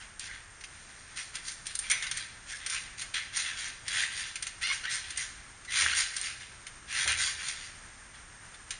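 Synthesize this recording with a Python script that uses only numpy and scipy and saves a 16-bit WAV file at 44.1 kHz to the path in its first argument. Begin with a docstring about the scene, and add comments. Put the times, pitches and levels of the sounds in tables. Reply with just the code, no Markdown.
"""Spring hooks grind, snap and squeak on a backyard trampoline: someone steps along the rim, climbs in and bounces.
Uneven trains of short noise ticks make the grinding; cracks with chatter make the snaps, gliding harmonics the squeaks.
Sine tones make the knocks of the steel tubes and, with a puff of filtered noise, the soft thumps of the mat.
Fence and shed throw short echoes, made of scattered clicks, over a quiet outdoor hush of filtered noise, all in mono."""
import sys
import numpy as np
from scipy import signal
from scipy.fft import rfft, irfft, next_fast_len
from scipy.io import wavfile
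from scipy.ndimage import uniform_filter1d

SR = 44100
rng = np.random.default_rng(int(sys.argv[2]) if len(sys.argv) > 2 else 0)


def transcribe(u):
    """Save the signal u as a 16-bit wav file named by the first command-line argument.

    u: samples, shape (n,) or (channels, n), limited to [-1, 1]; the rate is SR.
    q: integer samples, one column per channel.
    """
    v = np.clip(np.atleast_2d(u).T, -1, 1)
    q = np.round(v * 32767).astype(np.int16)
    wavfile.write(sys.argv[1], SR, q)


N = 387638  # length of the scene [samples]

# Colour of steel rubbing on steel: (frequency [Hz], relative level [dB])
RUBBING_COLOUR = [(100, -45), (300, -32), (650, -27.5), (900, -16), (1250, -9), (1600, 1.5), (2100, 2.5),
                  (2800, -0.5), (3400, -1), (4300, 0), (5300, -4.5), (6600, -1), (7400, -8), (8500, -4),
                  (9500, -0.5)]
PATCH_DB = 1.8  # spread of the wandering resonances [dB]


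def amp(db):
    """Turns decibels into a gain."""
    return 10 ** (np.asarray(db) / 20)


def evened(x):
    """Scales a signal to an average strength (rms) of 1."""
    return x / np.sqrt(np.mean(x ** 2) + 1e-20)


def read(points, hz):
    """Reads a table between its points, along a logarithmic frequency axis."""
    f, value = np.transpose(points)
    return np.interp(np.log(hz + 1), np.log(f + 1), value)


def add(mix, s, sound):
    """Mixes a sound in, starting at a time in seconds."""
    part = mix[max(round(s * SR), 0):][:len(sound)]
    part += sound[:len(part)]


def colour(x, points):
    """Makes some frequencies louder or softer, as a table of levels says."""
    size = next_fast_len(len(x) + 1024)
    gain = amp(read(points, np.fft.rfftfreq(size, 1 / SR)))
    return irfft(rfft(x, size) * gain, size)[:len(x)]


def halves(x):
    """Splits a sound at 3800 Hz into its middle, with all that lies below, and its treble."""
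    low_pass = signal.butter(6, 3800, fs=SR, output="sos")
    middle = signal.sosfiltfilt(low_pass, x)
    return middle, x - middle


def drift(per_s, size=N):
    """Wanders at random around 0: straight lines join per_s random values a second."""
    knots = rng.standard_normal(8192)
    return np.interp(np.arange(size) / SR * per_s, np.arange(len(knots)), knots)


def patchy(x, depth_db):
    """The resonances of the moving coils wander: patches some 200 Hz wide and 40 ms long."""
    z = signal.stft(x, nperseg=512, noverlap=384)[2]
    field = uniform_filter1d(rng.standard_normal(z.shape), size=3, axis=0)  # smooth over frequency
    field = evened(uniform_filter1d(field, size=16, axis=1))  # smooth over time
    return signal.istft(z * amp(depth_db * field), nperseg=512, noverlap=384)[1][:len(x)]


def hush(early_db=-50, late_db=-49.0, waver_db=1.0):
    """Far rumble and airy hiss of the neighbourhood: coloured noise whose level wavers."""
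    # Colour of the quiet outdoors: (frequency [Hz], relative level [dB per Hz])
    hush_colour = [(12, -21.5), (22, 2.5), (110, -3.5), (170, -10.5), (300, -14.5), (520, -17.5),
                   (1050, -12.5), (1700, -7), (2500, -15), (4500, -21.5), (6500, -15.5), (7500, -20),
                   (8600, -10.5), (9500, -18)]
    air = evened(colour(rng.standard_normal(N), hush_colour))
    level_db = np.linspace(early_db, late_db, N) + waver_db * drift(26)
    return air * amp(level_db)


def yard(x, wet_db=-11, build_s=0.004):
    """Ground, fence, shed and trees throw scattered echoes that die away at a different speed in each pitch range."""
    # How long the echoes last: (frequency [Hz], time to fall by 60 dB [s])
    echo_times = [(200, 0.12), (2000, 0.97), (9000, 0.53)]
    # about 2500 echoes a second at random moments, with random sign
    taps = rng.choice([-1., 1.], SR // 2) * (rng.random(SR // 2) < 2500 / SR)
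    hz, t, z = signal.stft(taps, SR, nperseg=256)
    fading = amp(-60 * t / read(echo_times, hz)[:, None])
    build_up = np.minimum(t / build_s, 1)
    tail = signal.istft(z * fading * build_up, SR, nperseg=256)[1]
    echoes = signal.oaconvolve(x, tail / np.linalg.norm(tail))[:N]
    return x + amp(wet_db) * echoes


def mat(rise_s=0.012, cloth_t60=0.65, sway=.08):
    """The stretched mat booms softly, its pitch swaying with the tension; its cloth gives a dull puff."""
    # The mat takes the weight, higher in pitch near the rim: (time [s], level [dB], pitch [Hz],
    # time for the boom to fall by 60 dB [s], cloth puff relative to the boom [dB])
    thumps = [(1.9, -61, 114, 0.31, 8), (2.119, -47.5, 113, 0.7, -20), (3.061, -48, 112, 0.34, -19),
              (3.82, -46.5, 106.3, 0.44, -15), (4.898, -49, 110, 0.46, -20), (5.817, -38, 78, 0.76, -12),
              (7.05, -36.5, 82.2, 1, -10)]
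    # Ways the mat swings, like a drum skin: (multiple of the pitch, level [dB])
    drum_modes = [(1, -5), (.77, -11.5), (1.44, -15)]
    # frequency [Hz], relative level [dB]
    cloth_colour = [(30, -30), (90, -10), (250, -12.5), (600, -5), (1000, -4.0), (2500, -27.5)]
    t, out = np.arange(SR) / SR, np.zeros(N)
    for s, db, hz, t60, cloth_db in thumps:
        turns = hz * np.cumsum(1 + sway * drift(25, SR)) / SR
        drum = sum(amp(mode_db) * np.sin(2 * np.pi * (k * turns + rng.random())) for k, mode_db in drum_modes)
        puff = evened(colour(rng.standard_normal(SR), cloth_colour))
        boom = drum * amp(-60 * t / t60)
        cloth = puff * amp(cloth_db - 60 * t / cloth_t60)
        add(out, s, amp(db) * np.minimum(t / rise_s, 1) * (boom + cloth))
    return out


def knocks(rise_s=.001):
    """A tube shifts in its joint with a blip of a few cycles, or rings briefly when free."""
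    # The steel tubes knock: (time [s], level [dB], pitch [Hz], time to fall by 60 dB [s])
    tube_knocks = [(1.902, -26.5, 2190, 0.18), (1.912, -29, 2346, 0.14), (1.915, -29, 6000, 0.17),
                   (4.036, -18, 1930, 0.016), (5.8623, -12, 1700, 0.008)]
    t, out = np.arange(SR // 3) / SR, np.zeros(N)
    for s, db, hz, t60 in tube_knocks:
        shape = np.minimum(t / rise_s, amp(-60 * (t - rise_s) / t60))
        add(out, s, amp(db) * shape * np.sin(2 * np.pi * hz * t))
    return out


def steel(x):
    """The coils and frame ring on faintly after every slip, each resonance as a fading tone."""
    # Resonances of coils and frame: (pitch [Hz], relative level [dB], time to fall by 60 dB [s])
    resonances = [(1383, -4, .1), (1604, -3, .08), (2180, -2, .1), (2878, -5, .07), (3387, -4, .08),
                  (3600, -4, .07), (3836, -4, .07), (4280, -3, .09), (4767, -4, .14), (5383, -4, .06),
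                  (6000, -4, .1), (6500, -2, .08), (7425, -3, .18), (8980, -3, .1), (9455, -2, .1)]
    t = np.arange(SR // 2) / SR
    ring = sum(amp(db - 60 * t / t60) * np.sin(2 * np.pi * hz * t) for hz, db, t60 in resonances)
    ringing = signal.oaconvolve(x, ring / np.linalg.norm(ring))[:N]
    return x + amp(-15) * ringing


def squeaks(grind, radiate_hz=1300, shimmer_db=3):
    """Even slipping takes over from the grinding, dipped to half, as a short gliding stack of harmonics."""
    # A hook slips evenly and sings: (time [s], length [s], first pitch [Hz], last pitch [Hz],
    # level [dB], overtone slope [dB per octave], pitch roughness [share of the pitch])
    songs = [(0.271, 0.076, 1800, 1898, -46, -22, .11), (2.532, 0.027, 1630, 1700, -41, -25, .04),
             (4.63, 0.042, 679, 728, -31.5, 0, 0.016), (4.675, 0.049, 711, 724, -35.5, 0, 0.02),
             (4.696, 0.028, 1124, 1077, -34.5, -13.5, 0.057), (4.834, 0.031, 1360, 1633, -35, -5.5, 0.071),
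             (4.87, 0.032, 1950, 1940, -36, -8, 0.055), (5.674, 0.036, 1990, 1920, -40.5, -6.5, 0.028),
             (5.924, 0.015, 1427, 1470, -29.5, -6, 0.023)]
    out, singing = np.zeros(N), np.zeros(N)
    for s, length, first_hz, last_hz, db, slope_db, rough in songs:
        size = int(length * SR)
        hz = np.linspace(first_hz, last_hz, size) * (1 + rough * drift(700, size))
        turns = np.cumsum(hz) / SR
        k = np.arange(1, 9)[:, None]  # harmonic numbers
        sloped = amp(read(RUBBING_COLOUR, k * hz) + slope_db * np.log2(k))
        # thin steel hardly radiates the low harmonics
        weight = sloped / (1 + (radiate_hz / (k * hz)) ** 6)
        stack = (weight * np.sin(2 * np.pi * (k * turns + rng.random(k.shape)))).sum(0)
        grip = amp(shimmer_db * drift(400, size))
        swell = signal.windows.tukey(size, .5)
        add(out, s, amp(db) * evened(stack * grip) * swell)
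        add(singing, s, swell)
    return out + grind * (1 - np.minimum(singing, 1) / 2)


def snaps(grain_db=1.5, crack_db=10, crack_t60=0.04, coil_t60=.085, rise_s=.0024, level_db=-12):
    """A hook jumps in its seat: a bright crack, then the coil chatters to rest."""
    # Each jump: (time of the middle of the rise [s], level before level_db is added [dB],
    # loudness of the crack before crack_db is added [dB])
    jumps = [(0.1952, -31, 11), (.609, -26.5, -32), (.6387, -20, -34), (1.1747, -27, -3),
             (1.3547, -20.5, -2.5), (1.4827, -21, -5), (1.519, -33, 8), (1.668, -32, 15),
             (1.7518, -21, 4.5), (1.7904, -22.5, 8), (1.9, -10, -6.5), (1.9126, -13.5, 3.5),
             (2.0248, -14, -30), (2.0403, -22, -28), (2.068, -15.5, -35), (2.1128, -13, -7),
             (2.172, -19.5, -1.5), (2.6623, -12.5, -15), (2.6985, -17, -3), (3.0184, -17.5, -9),
             (3.1416, -17.5, -29), (3.3688, -15.5, 2), (3.881, -15.5, -8.5), (4.357, -16.5, -12),
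             (4.4252, -17.5, -1.5), (4.4688, -16.5, -5.5), (5.1047, -22, -6), (5.174, -25, 7.5),
             (5.648, -28.5, -7), (6.1665, -22, 5.5), (6.2135, -25, 5), (6.6671, -22, -28),
             (7.0762, -6.5, -21), (7.1186, -20, 2), (7.4851, -13, -26), (8.5417, -29, -29),
             (8.7068, -17, -5)]
    # Colour of a hook's first jump: (frequency [Hz], relative level [dB])
    crack_colour = [(300, -44), (1500, -25), (3000, -10.5), (6000, 0), (7500, 0.5), (8600, 8.5),
                    (9500, 5.5)]
    t, out = np.arange(SR // 3) / SR, np.zeros(N)
    for s, db, bright_db in jumps:
        grain = amp(grain_db * drift(1200, len(t)))
        chatter = patchy(rng.standard_normal(len(t)), PATCH_DB) * grain
        coil = evened(colour(chatter, RUBBING_COLOUR)) * amp(-60 * t / coil_t60)
        crack = evened(colour(chatter, crack_colour)) * amp(bright_db + crack_db - 60 * t / crack_t60)
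        rise = np.minimum(t / rise_s, 1)
        add(out, s - rise_s / 2, amp(db + level_db) * rise * (coil + crack))
    return out


def pulls(recoil_rise_s=0.042, recoil_hold_s=0.031, rebound_s=0.27):
    """Lists every pull on the springs: a bounce is stretch, recoil and rebound; a tug is one pull."""
    # A step or a shift of weight tugs at a few springs: (time [s], rise [s], hold [s],
    # relative grinding level [dB], treble relative to it [dB])
    tugs = [(0.0, 0.0039, 0.028, -48, 3), (.195, 0.013, 0.07, -47.5, 11), (.26, 0.037, .05, -46.5, -2),
            (.7, 0.033, 0.55, -57.5, 8), (1.155, 0.018, 0.022, -40.5, 10.5), (1.33, 0.019, .02, -42.5, 4),
            (1.42, 0.064, 0.0075, -47, 16), (1.65, 0.0086, 0.05, -47, 10), (1.8, 0.036, 0.044, -43, 4.5),
            (1.9, 0.011, .006, -29.5, 1), (2.02, 0.0072, 0.018, -39.5, 1), (2.12, 0.058, 0.031, -41.5, 8),
            (2.46, 0.051, 0.032, -43, 10), (2.58, .03, .05, -46.5, -1), (2.665, 0.077, 0.014, -33.5, 6),
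            (2.97, 0.026, 0.0046, -41.5, 9.5), (3.137, 0.0066, 0.026, -31.5, 2),
            (3.32, 0.057, 0.03, -35, 9.5), (3.42, 0.042, .04, -36, 1.5), (3.56, 0.016, 0.097, -40, 7.5),
            (4.09, 0.038, 0.16, -44, 7), (4.425, .008, 0.047, -50.5, 0), (4.83, 0.011, .04, -36.5, -8),
            (5.02, .03, .08, -46, 5), (5.86, 0.022, 0.043, -32.5, 4), (6.12, 0.048, .02, -41.5, 9.5),
            (6.4, 0.0096, 0.0088, -47, 4), (7.073, 0.0054, 0.032, -28, 2.5), (7.24, 0.027, .015, -35, 9.5),
            (7.37, 0.032, 0.041, -40, 5), (7.55, 0.017, 0.11, -48.5, 7.5), (8.13, 0.017, .005, -54, 6),
            (8.707, .008, .01, -45, 6)]
    # A full bounce stretches the springs, they recoil, the empty mat rebounds: (time [s], rise [s],
    # hold [s], relative grinding level [dB], time until the recoil [s],
    # recoil relative to the stretch [dB], rebound relative to the recoil [dB])
    bounces = [(3.848, 0.13, 0.048, -31, 0.29, -10.5, -10), (4.61, 0.015, 0.1, -33, 0.27, -4, -1),
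               (5.674, 0.13, 0.025, -26.5, 0.26, -4.5, -6.5),
               (6.87, 0.12, 0.048, -30.5, 0.2913, -2.5, -6.5)]
    stretch_treble_db, recoil_treble_db, rebound_treble_db = 6, 11.5, 9
    rows = list(tugs)
    for s, rise, hold, db, wait, recoil_db, rebound_db in bounces:
        rows.append((s, rise, hold, db, stretch_treble_db))
        # the springs shorten again with a brighter rasp
        recoil_at, db = s + wait, db + recoil_db
        rows.append((recoil_at, recoil_rise_s, recoil_hold_s, db, recoil_treble_db))
        # the empty mat swings back once more, weaker
        db += rebound_db
        rows.append((recoil_at + rebound_s, recoil_rise_s, recoil_hold_s, db, rebound_treble_db))
    return rows


def load(release_t60=0.28, settle_db=-21.5, settle_t60=2.3):
    """Strength of the grinding in the middle and the treble: each pull rises, holds and lets go; their powers add."""
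    t, power = np.arange(N)[:2 * SR] / SR, np.zeros((2, N))
    for s, rise, hold, db, treble_db in pulls():
        after = np.maximum(t - rise - hold, 0)
        # every pull dies away quickly, then the springs creak on faintly as the mat settles
        release = amp(-60 * after / release_t60)
        settling = amp(settle_db - 60 * after / settle_t60)
        swell = np.minimum(t / rise, 1) * (release + settling)
        add(power[0], s, (amp(db) * swell) ** 2)
        add(power[1], s, (amp(db + treble_db) * swell) ** 2)
    return np.sqrt(power)


def grinding(count=10, slip_hz=330, wander=.5, jitter=.12, turns_db=6, uneven_db=2.5, tick_t60=0.026, judder_db=2.3):
    """Hooks stick and slip in turns, each at its own wavering rate and with its own short ring."""
    t, slips = np.arange(2048) / SR, np.zeros(N)
    for _ in range(count):
        rate = slip_hz * np.exp(wander * drift(14) + jitter * drift(400))
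        # one slip each time the summed rate passes a whole number
        slip = np.diff(np.floor(np.cumsum(rate) / SR), prepend=0)
        uneven = np.clip(rng.standard_normal(N), -2, 2)
        size = amp(turns_db * drift(22) + uneven_db * uneven)
        # noise with a sharp start and a longer ring
        tick = rng.standard_normal(len(t)) * (amp(-60 * t / tick_t60) + np.exp(-t / 0.00085))
        slips += signal.oaconvolve(slip * size, evened(tick))[:N]
    # the frame judders, so the grinding flutters in level
    slips = colour(patchy(slips, PATCH_DB), RUBBING_COLOUR) * amp(judder_db * drift(450))
    # the hooks share one load, so their sum is evened out and then follows the pull
    slips /= np.sqrt(abs(uniform_filter1d(slips ** 2, size=700)) + 1e-12)
    middle, treble = map(evened, halves(slips))
    middle_gain, treble_gain = load()
    return middle_gain * middle + treble_gain * treble


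def scene(grind_db=-2.62):
    """Springs and mat in the yard, in mono: the same signal on both channels."""
    hooks = squeaks(amp(grind_db) * grinding()) + snaps()
    springs = steel(hooks) + knocks()
    mono = yard(springs) + mat() + hush()
    return np.array([mono, mono])


def record(dry):
    """A narrow notch in the treble, 7610 to 8200 Hz, as a recorder may have; nothing sounds above 9720 Hz."""
    taps = signal.firwin(601, [7610, 8200, 9720], window=("kaiser", 6), fs=SR)
    return signal.oaconvolve(dry, taps[None], "same")


dry = scene()
out = record(dry)
transcribe(out)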